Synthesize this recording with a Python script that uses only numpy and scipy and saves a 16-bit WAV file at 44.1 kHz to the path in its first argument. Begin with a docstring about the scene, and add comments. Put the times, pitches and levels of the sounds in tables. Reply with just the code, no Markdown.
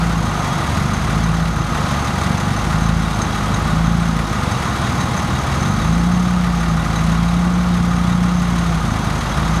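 """A gas forklift's four-cylinder engine surges and settles in a yard as its driver feathers the throttle.
Its exhaust booms as the revs climb, lumpy from unequal cylinders; a rasp swells once as they first drop.
Close by, a six-cylinder diesel truck idles evenly: combustion knocks, valve ticks, gear clatter and a
ringing block over fan and yard noise. An automatic gain control ducks the mix whenever the exhaust booms."""
import sys
import numpy as np
from scipy import signal
from scipy.fft import rfft, irfft, next_fast_len
from scipy.io import wavfile
from scipy.ndimage import uniform_filter1d, map_coordinates

SR = 44100
rng = np.random.default_rng(int(sys.argv[2]) if len(sys.argv) > 2 else 0)


def wav_record(signal):
    """Record a signal, one row per channel, as 16-bit PCM in the file named by sys.argv[1]."""
    frames = np.transpose(np.atleast_2d(signal))
    bounded = np.clip(frames, -1, 1)
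    # unit amplitude maps onto the largest positive 16-bit level
    quanta = np.round(bounded * 32767).astype(np.int16)
    wavfile.write(sys.argv[1], SR, quanta)


N = 423359
IDLE_HZ, FIRST_FIRING_S = 36.873, 0.01564  # the diesel's firing rate and offset

# Drone, whine and exhaust tone levels are set in their tables; noise and clatter get theirs in the mix.
# turning points of the forklift's revs: time_s, firing_hz
REV_POINTS = [(0.04, 56.12), (0.62, 47.1), (1.36, 55.07), (2.1, 47.04), (2.3, 47.36), (2.931, 55.14),
              (3.39, 50.3), (4.0, 56.28), (4.88, 40.55), (5.08, 40.2), (5.3, 41.16), (6.219, 59.94),
              (6.92, 54.5), (7.54, 59.1), (7.88, 58.44), (8.29, 59.04), (9.24, 51.04), (9.6, 54.87)]
# the exhaust comes on song as the revs climb: firing_hz, tone_db, boom_db, lope_db, lumps_db
EXHAUST_VOICING = [(39.8, -44, -30, -37, -5), (46.7, -40, -28.5, -26, -2), (48.7, -34, -27, -37, -2),
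                   (50.4, -29, -30.5, -35, -3.5), (53.2, -25.5, -25, -32, -2), (55.1, -22, -18, -31.5, -1),
                   (57.7, -21.5, -16.5, -32, -2), (59.4, -24, -14.5, -35, -0.5)]
# extra push for each Hz/s the revs gain: tone_db, boom_db, lope_db, lumps_db
THROTTLE_PUSH = [0.033, .1, 0.054, 0.061]
# overtones from unequal cylinders: firing_multiple, level_db
CYLINDER_LUMPS = [(2, 5.5), (2.5, 0.5), (3.5, 1), (4, 2.5), (4.5, -1), (5, 1.5), (5.499, -6.5), (6, -3),
                  (1.25, -11), (1.75, -24), (2.249, -10), (2.748, -31), (3.249, -22), (3.75, -20),
                  (4.25, -17), (4.75, -27)]
# the exhaust pipe's colouring of those overtones: frequency_hz, gain_db
PIPE_EQ = [(50, -41), (100, -32.5), (190, -32), (230, -31.5), (260, -40.5), (330, -43.5), (400, -50)]
# turbulent exhaust rumble: frequency_hz, gain_db
RUMBLE_EQ = [(21, -37), (35, -21), (71, 2), (139, 11), (184, 6), (265, 1.5), (335, -5.5), (400, -18.5),
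             (500, -5.5), (650, -26), (1100, -120)]
# firing strength of each diesel cylinder: level_db
CYLINDER_ACCENTS = [1, 1, 1, 2, 2, 0]
# diesel exhaust tones: firing_multiple, level_db
DRONE_TONES = [(1, -46), (2, -33), (3, -41), (4, -44), (5, -46), (6, -43), (7, -48), (9, -44)]
# gear and pump whines: firing_multiple, level_db
WHINE_TONES = [(20, -48), (22.5, -38.5), (27, -47), (29, -40), (30, -43), (34, -39.5), (37, -47),
               (38.5, -45)]
# combustion knock: frequency_hz, gain_db
KNOCK_EQ = [(940, -15), (1600, -5), (1950, -1.5), (2520, -8.5), (3800, -10), (4300, -11.5), (5600, -14.5),
            (6340, -12), (7240, -18), (10700, -21), (15500, -35)]
# resonances of the block and panels: pitch_hz, width_hz, level_db
BLOCK_MODES = [(343.7, 23.7, 2.5), (689, 92, -0.5), (946, 67, -0.5), (1170, 106, 0.5), (1423, 99, -0.5),
               (1873, 280, -10), (2340, 53, -11.5)]
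# metal blows within each diesel cycle: start_ms, pitch_hz, level_db
CYCLE_BLOWS = [(0.96, 687, -13), (3.9, 760, -1.5), (10.66, 930, -1), (12, 1600, -13), (17.87, 1250, 2.5),
               (25.87, 1240, 8), (25.94, 850, -11), (33.48, 1230, 6.5), (40.33, 820, -17), (41, 1480, 0),
               (44, 1250, -2), (47.35, 805, 2), (53.3, 800, -6), (64, 780, 2.5), (69.1, 2100, -5),
               (69.2, 1500, -3), (74, 800, -0.5), (81, 1240, -4), (95, 1950, -1), (94, 1450, -2.5),
               (101.7, 1200, 6.5), (107, 1400, 0.5), (104, 880, -16), (107.6, 1220, -0.5), (113.3, 1040, 4),
               (121.3, 1900, -4), (124, 1480, 4.5), (127, 1950, -3.5), (125.7, 890, -1.5), (130.5, 620, -5),
               (137, 1200, 0.5), (138.4, 785, -1.5), (146.7, 890, -0.5), (150.6, 1950, -6), (154, 2800, -3),
               (150.5, 1770, 0), (19.3, 3270, -17), (65.8, 3400, -6), (97.7, 5700, -10), (103, 4010, -5),
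               (119.9, 3660, -8), (120.9, 2330, -3.5), (123.5, 6420, -9), (125.6, 3720, -5),
               (153, 6500, -15)]
# resonances of the valve gear: pitch_hz, width_hz, level_db
VALVE_MODES = [(3302, 56, 4.5), (3760, 57, 5), (3885, 75, 3), (6276, 93, 5), (6590, 100, -0.5),
               (8750, 370, -9)]
# the sharpest valve taps: start_s, level_db
VALVE_TAPS = [(0.9338, -20), (1.2381, -22), (2.2388, -26), (2.5641, -28), (3.217, -13), (3.5409, -17),
              (4.5171, -25), (5.006, -20), (5.0883, -29), (6.9576, -18), (7.2828, -18), (7.9638, -21),
              (8.2356, -25), (8.586, -17), (8.9088, -23)]
# fader ride on the truck's roar and clatter: time_s, gain_db
TRUCK_RIDE = [(0, 3.5), (.2, -0.5), (.42, 1.5), (.65, 0.5), (1.4, 1), (1.65, -4), (1.75, 2.5), (2, .5),
              (3.1, 0.8), (3.7, 1), (4.3, 1), (5.5, 0), (6.2, 1), (8.9, 0.1), (9.2, -1.5), (9.6, 1.5)]
# rough mid-range rush: frequency_hz, gain_db
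RASP_EQ = [(500, -20), (720, 2), (1000, 0), (1300, -3), (1600, -20), (3000, -120)]
# cooling fan and yard noise: frequency_hz, gain_db
ROAR_EQ = [(150, -25), (250, -5), (400, -1.5), (570, -1.5), (800, -1), (1220, 2.5), (1610, -5),
           (1950, -7.5), (2530, -10.5), (3820, -12), (5690, -16), (6420, -16), (7240, -21), (10800, -25),
           (15500, -42)]


def forklift():
    """Exhaust pulses: the firing tone and its third multiple boom on throttle, lumps fill in between."""
    hz = revs()
    climb_hz_per_s = np.gradient(hz) * SR
    voicing_hz, *levels = np.transpose(EXHAUST_VOICING)
    tone_db, boom_db, lope_db, lumps_db = [np.interp(hz, voicing_hz, db) + push_db * climb_hz_per_s
                                           for db, push_db in zip(levels, THROTTLE_PUSH)]
    phase = .5 + np.cumsum(hz) / SR
    tone = amp(tone_db) * tones(phase, [(1, 0)], waver_db=.8, waver_hz=8)
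    boom = amp(boom_db) * tones(phase, [(3, 0)], waver_db=.6, waver_hz=12)
    lope = amp(lope_db + 2.5 * wobble(5)) * tones(phase, [(1.5, 0)], waver_db=1.2, waver_hz=8)
    lumps_gain = amp(lumps_db + 1.4 * wobble(18) + 1.58 * wobble(6))
    lumps = lumps_gain * tones(phase, CYLINDER_LUMPS, waver_db=1.5, waver_hz=7, firing_hz=hz)
    rumble = amp(-25.5) * noise(eq(RUMBLE_EQ))
    return tone + boom + lope + lumps + rumble


def revs():
    """The forklift's firing rate in Hz: the flywheel eases from one turning point to the next."""
    time_s, hz = np.transpose(REV_POINTS)
    points = np.arange(len(time_s))
    place = np.interp(np.arange(N) / SR, time_s, points)
    previous = np.floor(place)
    ease = (1 - np.cos(np.pi * (place - previous))) / 2
    return np.interp(previous + ease, points, hz)


def diesel():
    """The idling truck: exhaust drone, gear whine and metal noises over the roar of fan and yard."""
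    crank = np.arange(N) + .00013 * SR * (wobble(6) + 1.5 * wobble(1.2))  # in samples; the idle wanders
    phase = crank * IDLE_HZ / SR
    drone = tones(phase, DRONE_TONES, waver_db=1.9, waver_hz=3)
    whine = tones(phase, WHINE_TONES, waver_db=2, waver_hz=3.3)
    ride = amp(np.interp(np.arange(N) / SR, *np.transpose(TRUCK_RIDE)))
    engine = drone + whine + amp(-35) * knock(crank) + amp(-30.5) * block_ring(crank) + valves()
    return engine + ride * (amp(-32) * clatter(crank) + amp(-29) * fan_and_yard())


def knock(crank):
    """Each combustion lands as a hard burst of noise, much alike from cycle to cycle."""
    pressure = firings(scatter_db=3.5, delay_s=-0.0063, rise_s=0.0073, fall_s=0.011)
    return unit(filtered(cycle_noise(crank, fresh=.7) * pressure, eq(KNOCK_EQ)))


def block_ring(crank):
    """The engine's repeating shake keeps the block and panels ringing."""
    return unit(filtered(cycle_noise(crank, fresh=.71), modes(BLOCK_MODES)))


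def clatter(crank, drift_db=1.6, drift_s=.00007):
    """Gears, tappets and pins strike at set crank angles; each blow drifts from cycle to cycle."""
    start_ms, hz, db = np.transpose(CYCLE_BLOWS)[..., None]
    cycle_s = len(CYLINDER_ACCENTS) / IDLE_HZ
    cycles = np.arange(int(N / SR / cycle_s) + 1)
    chance = rng.standard_normal((len(cycles), len(CYCLE_BLOWS), 2))
    time_drift, level_drift = np.sqrt(3) * uniform_filter1d(chance, size=3, axis=0).T
    due_s = cycles * cycle_s + start_ms / 1000 + drift_s * time_drift
    starts = np.interp(due_s * SR, crank, np.arange(N), right=N)
    t = np.arange(SR // 20) / SR
    ring_s = .065 * np.sqrt(1250 / hz)  # low notes hang on longer
    rings = amp(-60 * t / ring_s) * (1 - np.exp(-t / .0025)) * np.sin(2 * np.pi * hz * t)
    blows = amp(db + drift_db * level_drift)[..., None] * rings[:, None]
    samples = starts.astype(int)[..., None] + np.arange(len(t))
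    return unit(np.bincount(samples.ravel(), blows.ravel(), N)[:N])


def valves():
    """Sparse metal contacts make each valve gear resonance chirp; a few bright taps stand out."""
    chirps = 0
    for mode in VALVE_MODES:
        contacts = rng.standard_normal(N) * (rng.random(N) < .02)
        drive = contacts * firings(scatter_db=8.5, delay_s=-0.0022, rise_s=0.0035, fall_s=0.024)
        chirps = chirps + filtered(drive, modes([mode]))
    start_s, db = np.transpose(VALVE_TAPS)
    envelope = swells(start_s, db, rise_s=0.0011, fall_s=0.0079, length_s=.05)
    taps = envelope * noise(modes(VALVE_MODES[2:]))  # a tap rings the high modes
    return amp(-40.5) * unit(chirps) + amp(-7.5) * taps


def rasp(peak_s=0.47, width_s=0.24):
    """A single swell of grainy mid-range noise."""
    swell = np.exp(-.5 * ((np.arange(N) / SR - peak_s) / width_s) ** 2)
    return amp(-32 + 2.5 * wobble(30.1)) * swell * noise(eq(RASP_EQ))


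def fan_and_yard():
    """The bed: a broad, faintly fluttering roar of cooling fan and yard."""
    return amp(0.37 * wobble(6.7)) * noise(eq(ROAR_EQ))


def firings(scatter_db, delay_s, rise_s, fall_s):
    """The diesel's pressure envelope: one swell per firing, sized by cylinder and by chance."""
    count = np.arange(int(N / SR * IDLE_HZ))
    time_jitter, level_jitter = rng.uniform(-1.12, 1, (len(count), 2)).T
    start_s = FIRST_FIRING_S + delay_s + count / IDLE_HZ + 0.0019 * time_jitter
    db = np.take(CYLINDER_ACCENTS, count % 6) + scatter_db * level_jitter
    return unit(swells(start_s, db, rise_s, fall_s, length_s=.1))


def swells(start_s, db, rise_s, fall_s, length_s):
    """An envelope with one attack and decay at each start time."""
    spikes = np.bincount(np.clip((start_s * SR).astype(int), 0, N - 1), amp(db), N)
    t = np.arange(round(length_s * SR)) / SR
    return signal.fftconvolve(spikes, (1 - np.exp(-t / rise_s)) * np.exp(-t / fall_s))[:N]


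def cycle_noise(crank, fresh):
    """One diesel cycle of noise looped with the crank, with fresh noise blended in."""
    length = round(len(CYLINDER_ACCENTS) * SR / IDLE_HZ)
    loop = np.interp(crank, np.arange(length), rng.standard_normal(length), period=length)
    return loop + fresh * rng.standard_normal(N)


def tones(phase, partials, waver_db, waver_hz, firing_hz=None):
    """Wavering sines on a phase counted in firings; given firing_hz, the exhaust pipe colours them."""
    total = 0
    for multiple, db in partials:
        multiple = np.round(4 * multiple) / 4  # four-stroke overtones sit on quarters
        pipe = 1 if firing_hz is None else eq(PIPE_EQ)(multiple * firing_hz[::64]).repeat(64)[:N]
        # the partials stay roughly in step, which keeps each puff short
        lag = .24 + .015 * multiple ** 2 + .2 * rng.random() + .055 * wobble(4)
        gain = pipe * amp(db + waver_db * wobble(waver_hz))
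        total = total + gain * np.sin(2 * np.pi * (multiple * phase - lag))
    return np.sqrt(2) * total


def noise(response):
    """Coloured noise at rms 1."""
    return unit(filtered(rng.standard_normal(N), response))


def filtered(x, response):
    """x through a frequency response."""
    size = next_fast_len(N + SR // 2)
    return irfft(rfft(x, size) * response(np.fft.rfftfreq(size, 1 / SR)), size)[:N]


def eq(points):
    """An EQ curve through points on a log frequency axis."""
    hz, db = np.transpose(points)
    return lambda f: amp(np.interp(np.log(f + 1), np.log(hz + 1), db))


def modes(table):
    """The response of a bank of resonators with alternating polarity."""
    return lambda f: sum((-1) ** k * amp(db) * 1j * f * width / (hz * hz - f * f + 1j * f * width)
                         for k, (hz, width, db) in enumerate(table))


def wobble(rate_hz):
    """A smooth random curve with rate_hz knots a second."""
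    knots = rng.standard_normal(int(N * rate_hz / SR) + 4)
    return map_coordinates(knots, [np.arange(0, N, 64) * rate_hz / SR]).repeat(64)[:N]


def amp(db):
    """dB to gain."""
    return 10 ** (np.asarray(db) / 20)


def unit(x):
    """Scaled to rms 1."""
    return x / np.sqrt(np.mean(x ** 2) + 1e-20)


def scene():
    """Both engines and the brief rasp, in mono."""
    return (forklift() + diesel() + rasp())[None]


def record(dry, response_s=.12, unity_db=-16.5, top_hz=15600):
    """Gain control leans 2:1 against the recent loudness; a steep low-pass trims the top."""
    mono = dry[0]
    pole = np.exp(-1 / (response_s * SR))
    opening_power = np.mean(mono[:SR // 10] ** 2)
    power = signal.lfilter([1 - pole], [1, -pole], mono ** 2, zi=[opening_power])[0]
    gain = (power / amp(unity_db) ** 2) ** -.25
    return filtered(mono * gain, lambda hz: hz < top_hz)[None]


dry = scene()
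out = record(dry)
wav_record(out)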